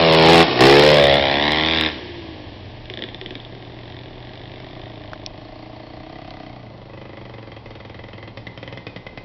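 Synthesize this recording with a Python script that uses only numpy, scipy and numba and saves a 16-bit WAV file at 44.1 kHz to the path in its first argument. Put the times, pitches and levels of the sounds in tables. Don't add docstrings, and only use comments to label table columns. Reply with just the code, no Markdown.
import sys
import numpy as np
from scipy import signal
from scipy.fft import rfft, irfft
from scipy.io import wavfile
from scipy.ndimage import uniform_filter1d
from numba import njit

SR = 44100
rng = np.random.default_rng(int(sys.argv[2]) if len(sys.argv) > 2 else 0)


def generate_wav(sig):
    pcm = np.round(np.clip(np.atleast_2d(sig).T, -1, 1) * 32767).astype(np.int16)
    wavfile.write(sys.argv[1], SR, pcm)


N = 407484
T = np.arange(N) / SR
COAST_S = 1.95

# (opens [s], shuts [s], opening [0-1])
FIRST_THROTTLE = [(-.2, .25, .87), (.25, .415, 1), (.575, 1.15, 1), (1.15, 1.4, .72), (1.4, 1.875, .82),
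                  (3.78, 3.98, 1), (4.16, 5.2, .8)]
# (pitch [Hz], level [dB])
RASP_FROM_BEHIND = [(760, -26), (1300, -44), (1340, -9), (1500, -17), (1590, -4.5), (1710, -3.5),
                    (1870, 0.5), (2420, -5), (2620, -9.5), (3550, 1), (3900, -6.5), (4390, -14.5),
                    (5160, -16.5), (5730, -22.5), (7450, -76.5), (12600, -120)]
# (pitch [Hz], width [Hz], level [dB])
LIGHT_PIPE_RINGS = [(101, 29, 0.5), (272, 60, -6), (373, 24.4, 2.5), (606, 140, -12), (1000, 270, -36)]
# (pitch [Hz], width [Hz], level [dB])
IDLE_PIPE_RINGS = [(112, 13, 7), (184, 21, 0.5), (283, 33, -2.5), (520, 79, -4), (768, 93, -12),
                   (1090, 265, -17)]
# (pitch [Hz], width [Hz], level [dB])
TAILPIPE_RINGS = [(1710, 2240, -14.5), (2018, 150, 2.5), (2534, 110, -6.5), (3184, 270, -5.5),
                  (3640, 360, -10.5), (4270, 1500, -14.5)]
# (pitch [Hz], level [dB])
HISS_TONE = [(710, -15), (1200, -49), (1440, -13), (1650, 2), (1950, 1.5), (2230, 1.5), (2530, -1),
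             (3240, 3), (5030, -8.5), (5730, -12.5), (7450, -97), (12600, -120)]


def passing_bike():
    # (time [s], firings per second [Hz])
    pass_rate = [(0.0, 83.6), (0.104, 79.9), (0.234, 80.3), (0.328, 84.8), (0.424, 83.7), (0.486, 67.8),
                 (0.57, 59.2), (0.638, 66.2), (0.696, 69.2), (0.852, 75.2), (0.936, 74.8), (1.004, 71.5),
                 (1.11, 69.1), (1.172, 71.6), (1.25, 67.5), (1.712, 81.3), (1.88, 77.3)]
    coast_rate = [(2.0, 61), (2.598, 46.1), (2.85, 42.5)]
    closest_s, closest_m, speed_m_s = .52, 2.5, 6.4
    nearness = closest_m / np.hypot(closest_m, speed_m_s * (T - closest_s))
    ground_lag_s = .002733 * nearness
    behind = ramp(.97, 1.81)
    shut = 1 - throttle(FIRST_THROTTLE, travel_s=.04)
    coasting = np.clip(2 * shut - 1, 0, 1)
    boom_gain = nearness * undb(-18 - 11.5 * shut - 17.5 * behind)
    bark_gain = nearness * undb(-8.5 - 12.5 * shut - 2.4 * behind)
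    rasp_gain = nearness * undb(-14 - 10.5 * shut + 7 * behind)
    fired = firings(np.vstack([pass_rate, coast_rate]), jitter_s=.00006, scatter_db=.9)
    fired = fired * undb(2.5 * coasting * noise())
    pipe = exhaust_note(fired, behind, coasting, ground_lag_s)
    boom = steady(band(pipe, 195, "low"), samples=1500) * np.maximum(boom_gain, undb(-43))
    bark = steady(band(pipe, 195, "high"), samples=1500) * bark_gain * (1 - ramp(2.3, 2.85))
    note = trees((boom + bark) * (1 - ramp(2.7, 2.95)), fade_s=.35, echo_db=-15)
    rasp = exhaust_rasp(fired, behind, coasting, ground_lag_s) * rasp_gain * (1 - ramp(1.837, 2))
    return note + trees(rasp, fade_s=.4, echo_db=-12)


def exhaust_note(fired, behind, coasting, ground_lag_s):
    # (pitch [Hz], level [dB])
    side_tone = [(55, -23.5), (85, -7), (125, 6), (155, 2), (215, -3.5), (340, 1.5), (470, -1), (680, 0),
                 (850, -3.5), (1100, -8.5), (1500, -20), (2200, -44)]
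    rear_tone = [(55, -40.5), (78, 31.5), (150, 6), (190, 0), (240, 3.5), (320, 9), (410, 3), (650, 4.5),
                 (950, -1.5), (1120, -4), (1350, -20), (2200, -35)]
    gas = fired + (.22 + .4 * coasting) * puff(fired, decay_s=.008)
    gas = chamber(gas, lag_s=.001321, share=.78)
    gas = chamber(gas, lag_s=.0031, share=.66)
    pipe = (1 - behind) * colour(gas, side_tone) + behind * colour(gas, rear_tone)
    pipe = pipe + .38 * echo(pipe, ground_lag_s)
    honk_hz = np.minimum(1 / ground_lag_s, 562)
    honk = resonance(pipe, honk_hz, width_hz=92.) * ramp(.55, 1) * (1 - ramp(.886, 1.46))
    hollow_hz = 370 - 110 * np.clip(T - COAST_S, 0, 1)
    hollow = resonance(pipe, hollow_hz, width_hz=36.) * (ramp(COAST_S, 2.05) - ramp(2.1, 2.55))
    return pipe + undb(9.5) * honk + undb(6.5) * hollow


def exhaust_rasp(fired, behind, coasting, ground_lag_s):
    # (pitch [Hz], level [dB])
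    side_tone = [(650, -29), (1100, -4.5), (1360, -4), (1850, 2), (2300, 0), (4060, -2), (4760, -7.5),
                 (5310, -6), (5730, -16.5), (7450, -69), (12600, -120)]
    # (pitch [Hz], width [Hz], level [dB])
    front_ring = [(3230, 3100, 2.5)]
    shock = fired * undb(noise())
    alternating = (-1) ** np.cumsum(fired != 0)
    shock = shock * undb(1.8 * behind * alternating)
    blast = (.67 + .5 * behind) * shock + behind * puff(shock, decay_s=.0022)
    blast = blast + (1 - behind / 2) * puff(shock, decay_s=.0077) + .78 * puff(fired, decay_s=.0088)
    blast = (1 - coasting) * blast + coasting * puff(fired, decay_s=.02)
    blast = blast + .3 * echo(blast, ground_lag_s)
    blast = blast + ring(blast, front_ring) * (1 - ramp(.54, .541))
    rear = ramp(.89, 1.07)
    rasp = (1 - rear) * colour(blast, side_tone) + rear * colour(blast, RASP_FROM_BEHIND)
    return steady(rasp, samples=1500)


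def departing_bike():
    # (time [s], firings per second [Hz])
    away_rate = [(3.524, 39.33), (3.65, 40.59), (3.75, 44.38), (3.95, 45.37), (4.13, 40.12), (4.38, 50.2),
                 (4.7, 45.67), (4.95, 50.53), (5.45, 49.49)]
    pops = exhaust_pops()
    fired = firings(away_rate, jitter_s=.0001, scatter_db=1.2)
    shock = fired * undb(1.5 * noise())
    shut = 1 - throttle(FIRST_THROTTLE, travel_s=.1)
    ticks = colour(shock + puff(shock, decay_s=.0043), RASP_FROM_BEHIND)
    ticks = steady(ticks, samples=6000) * undb(-46 - 4.5 * shut)
    putter = steady(ring(fired, LIGHT_PIPE_RINGS), samples=6000) * undb(-43.5)
    hiss_db = -51 + 14 * np.exp(-np.maximum(T - COAST_S, 0) / .55)
    hiss = unit(colour(noise(), HISS_TONE)) * undb(hiss_db) * ramp(1.52, COAST_S)
    in_earshot = 1 - ramp(4.74, 5.95)
    return (trees(pops + ticks, fade_s=.44, echo_db=-9) + putter + hiss) * in_earshot


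def exhaust_pops():
    # (time [s], relative strength [dB])
    pop_list = [(2.8559, -27), (2.8993, -16), (2.9377, -18), (2.9731, -17), (2.9901, -18), (3.022, -14),
                (3.038, -15), (3.0874, -23), (3.1453, -20), (3.2131, -17), (3.2605, -18), (3.3069, -16.5),
                (3.3533, -15), (3.4007, -27), (3.4491, -27)]
    times, strength_db = np.transpose(pop_list)
    pops = pulses(times, undb(strength_db))
    crack = colour(pops + .82 * puff(pops, decay_s=.003), RASP_FROM_BEHIND)
    crack = crack + ring(crack, [(3150, 900, 2)])
    thud = ring(pops + .76 * puff(pops, decay_s=.011), LIGHT_PIPE_RINGS[1:])
    hollow_silencer = ring(puff(pops, decay_s=.016), [(242, 83, -5), (520, 98, -9)])
    return undb(18) * crack + undb(31.5) * (thud + hollow_silencer)


def climbing_bike():
    # (time [s], firings per second [Hz])
    climb_rate = [(2.0, 28.64), (3.5, 29.0), (4.5, 30.56), (4.75, 30.5), (5.0, 27.31), (5.25, 26.49),
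                  (5.6, 28.95), (5.9, 29.13), (6.15, 33.46), (6.35, 32.43), (6.6, 29.52), (6.8, 25.08),
                  (7.15, 25.49), (7.35, 22.62), (7.55, 21.55), (7.8, 20.7), (8.0, 21.48), (8.3, 20.58)]
    # (opens [s], shuts [s], opening [0-1])
    twists = [(4.5, 6.43, 0.83), (6.7, 8.4, 1)]
    misses = [7.61]
    # (pitch [Hz], width [Hz], level [dB])
    load_rings = [(35, 27, -1.5), (117.6, 18.6, 8), (315.3, 39, 1), (650, 52, 2.5), (740, 105, -3),
                  (1146, 92, -11)]
    load_rate_hz, idle_rate_hz = 31.1, 20.4
    rate = curve(climb_rate)
    extra_hz = rate - load_rate_hz
    load_stretch, idle_stretch = (rate / load_rate_hz) ** .25, (rate / idle_rate_hz) ** .25
    shut = 1 - throttle(twists, travel_s=.31)
    idle = ramp(6.4, 6.95)
    strain = ramp(5.3, 5.4) * (1 - idle)
    fired = firings(climb_rate, jitter_s=.0001, scatter_db=.8)
    for miss in misses:
        fired = fired * (np.abs(T - miss) > .02)
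    gas = chamber(fired + .17 * puff(fired, decay_s=.008), lag_s=.0023, share=.3)
    bank_bounce = .5 * echo(gas, lag_s=.006624)
    loaded = ring(gas + bank_bounce, load_rings, load_stretch)
    idling = ring(gas + .58 * echo(gas, lag_s=.0089), IDLE_PIPE_RINGS, idle_stretch)
    pipe = (1 - idle) * loaded - idle * idling
    drone = band(ring(-gas, load_rings[1:2], load_stretch), 212, "high")
    drone = steady(drone, samples=6000) * undb(-48.5) * (ramp(5.85, 6.35) - ramp(6.55, 7.7))
    boom = steady(band(pipe, 127, "low"), samples=6000) * undb(-42.5 - 3.5 * strain)
    bark = steady(band(pipe, 208, "high"), samples=6000) * undb(-38.5 - 6.5 * shut + .4 * extra_hz)
    note = trees((boom + bark + drone) * ramp(2.2, 2.7), fade_s=.4, echo_db=-16)
    distance_db = 4.5 * np.minimum(T - 8.14, 0)
    crack = ring(.45 * fired + puff(fired, decay_s=.008), TAILPIPE_RINGS)
    crack = steady(crack, samples=6000) * undb(-41 - 8.5 * shut + .55 * extra_hz + distance_db)
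    valve_rattle = unit(ring(puff(fired, decay_s=.0063), [(4400, 260, 0)])) * undb(-59.5)
    hiss = unit(colour(noise(), HISS_TONE)) * undb(-54)
    machinery = (valve_rattle + hiss) * strain * (1 - shut)
    return note + trees(crack + machinery, fade_s=.31, echo_db=-6.5)


def idle_thumps():
    # (time [s], relative strength [dB])
    thumps = [(8.372, -20), (8.468, -20.5), (8.575, -21.5), (8.628, -19.5), (8.676, -22.5), (8.725, -20.5),
              (8.773, -20), (8.867, -17.5), (8.961, -18), (9.065, -20), (9.174, -19)]
    times, strength_db = np.transpose(thumps)
    fired = -pulses(times, undb(strength_db))
    body = ring(fired + .46 * puff(fired, decay_s=.015), IDLE_PIPE_RINGS)
    crack = ring(.31 * fired + puff(fired, decay_s=.0073), TAILPIPE_RINGS)
    middle = ring(puff(fired, decay_s=.006), [(550, 98, -8.5)])
    return trees(undb(35.5) * (body + middle) + undb(28) * crack, fade_s=.44, echo_db=-7)


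def firings(rate, jitter_s, scatter_db):
    running = (T >= rate[0][0]) & (T <= rate[-1][0])
    cycles = np.cumsum(curve(rate) * running) / SR
    times = T[np.diff(np.ceil(cycles), prepend=0) > 0]
    chance = rng.standard_normal((len(times), 2))
    return pulses(times + jitter_s * chance[:, 0], undb(scatter_db * chance[:, 1]))


def throttle(twists, travel_s):
    return sum(opening * (ramp(opens, opens + travel_s) - ramp(shuts, shuts + travel_s))
               for opens, shuts, opening in twists)


def puff(fired, decay_s):
    keep = np.exp(-1 / (decay_s * SR))
    return signal.lfilter([np.sqrt(1 - keep ** 2)], [1, -keep], fired) * noise()


def chamber(x, lag_s, share):
    feedback = np.r_[1, np.zeros(int(lag_s * SR)), share]
    return signal.lfilter(feedback[::-1], feedback, x)


def clicks():
    # (time [s], peak [dB], pitch [Hz], width [Hz], decay [s])
    snaps = [(5.133, -17, 1160, 900, 0.00097), (5.2622, -8.5, 4900, 1480, 0.0006),
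             (6.306, -24.5, 3900, 2520, .001)]
    out = np.zeros(N)
    for time, peak_db, hz, width, decay_s in snaps:
        hit = pulses([time], 1)
        burst = hit + 1.1 * puff(hit, decay_s) + .25 * puff(hit, decay_s=.0034)
        snap = ring(burst, [(hz, width, 0), (2500, 600, -8)])
        out += undb(peak_db) * snap / np.abs(snap).max()
    return out


def trees(x, fade_s, echo_db):
    t = T[:SR]
    tail = rng.standard_normal(SR) * undb(-60 * t / fade_s) * np.minimum(t / .012, 1)
    return x + undb(echo_db) * signal.fftconvolve(x, tail / np.linalg.norm(tail))[:N]


def woods():
    # (pitch [Hz], level [dB])
    murmur_tone = [(12, -57), (30, -1), (50, -14.5), (75, -5), (120, -11), (200, -9.5), (500, -14.5),
                   (950, -16), (1350, -29), (2000, -28.5), (4300, -31.5), (5700, -40.5), (7500, -83)]
    hum = unit(resonance(noise(), np.full(N, 30.), width_hz=3.9)) * undb(-61.5)
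    return unit(colour(noise(), murmur_tone)) * undb(-42.5) + hum


def ring(x, rings, stretch=1):
    return sum((-1) ** k * undb(db) * resonance(x, np.full(N, float(hz)) * stretch, float(width))
               for k, (hz, width, db) in enumerate(rings))


@njit
def resonance(x, hz, width_hz):
    out, band_state, low_state = np.empty(len(x)), 0., 0.
    for i in range(len(x)):
        tuning, damping = np.tan(np.pi * hz[i] / SR), width_hz / hz[i]
        swing = (band_state + tuning * (x[i] + 1e-18 - low_state)) / (1 + tuning * (tuning + damping))
        band_state = 2 * swing - band_state
        low_state += 2 * tuning * swing
        out[i] = damping * swing
    return out


def colour(x, tone, size=4096):
    hz, db = np.transpose(tone)
    grid = np.maximum(np.arange(size // 2 + 1) * SR / size, 1)
    gain = undb(np.interp(np.log(grid), np.log(hz), db))
    cepstrum = irfft(np.log(gain))
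    cepstrum[1:size // 2] *= 2
    cepstrum[size // 2 + 1:] = 0
    return signal.fftconvolve(x, irfft(np.exp(rfft(cepstrum))))[:N]


def band(x, hz, kind, order=4):
    return signal.sosfilt(signal.butter(order, hz, kind, fs=SR, output="sos"), x)


def steady(x, samples):
    power = uniform_filter1d(uniform_filter1d(x * x, samples), samples)
    return x / np.sqrt(np.abs(power) + np.mean(x * x) / 20)


def echo(x, lag_s):
    return np.interp(T - lag_s, T, x, left=0)


def pulses(times, sizes):
    out = np.zeros(N)
    np.add.at(out, np.clip(np.asarray(times) * SR, 0, N - 1).astype(int), sizes)
    return out


def curve(table):
    return np.interp(T, *np.transpose(table))


def ramp(start_s, end_s):
    return np.clip((T - start_s) / (end_s - start_s), 0, 1)


def noise():
    return rng.standard_normal(N)


def unit(x):
    return x / np.std(x)


def undb(db):
    return 10 ** (np.asarray(db) / 20)


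def scene():
    return (passing_bike() + departing_bike() + climbing_bike() + idle_thumps() + clicks() + woods())[None]


def record(dry):
    mic_top_hz, overload, final_top_hz = 5650, .72, 15900
    dulled = band(dry, mic_top_hz, "low", order=18)
    flattened = np.clip(dulled, -overload, overload)
    return signal.sosfilt(signal.ellip(8, .2, 70, final_top_hz, fs=SR, output="sos"), flattened)


dry = scene()
out = record(dry)
generate_wav(out)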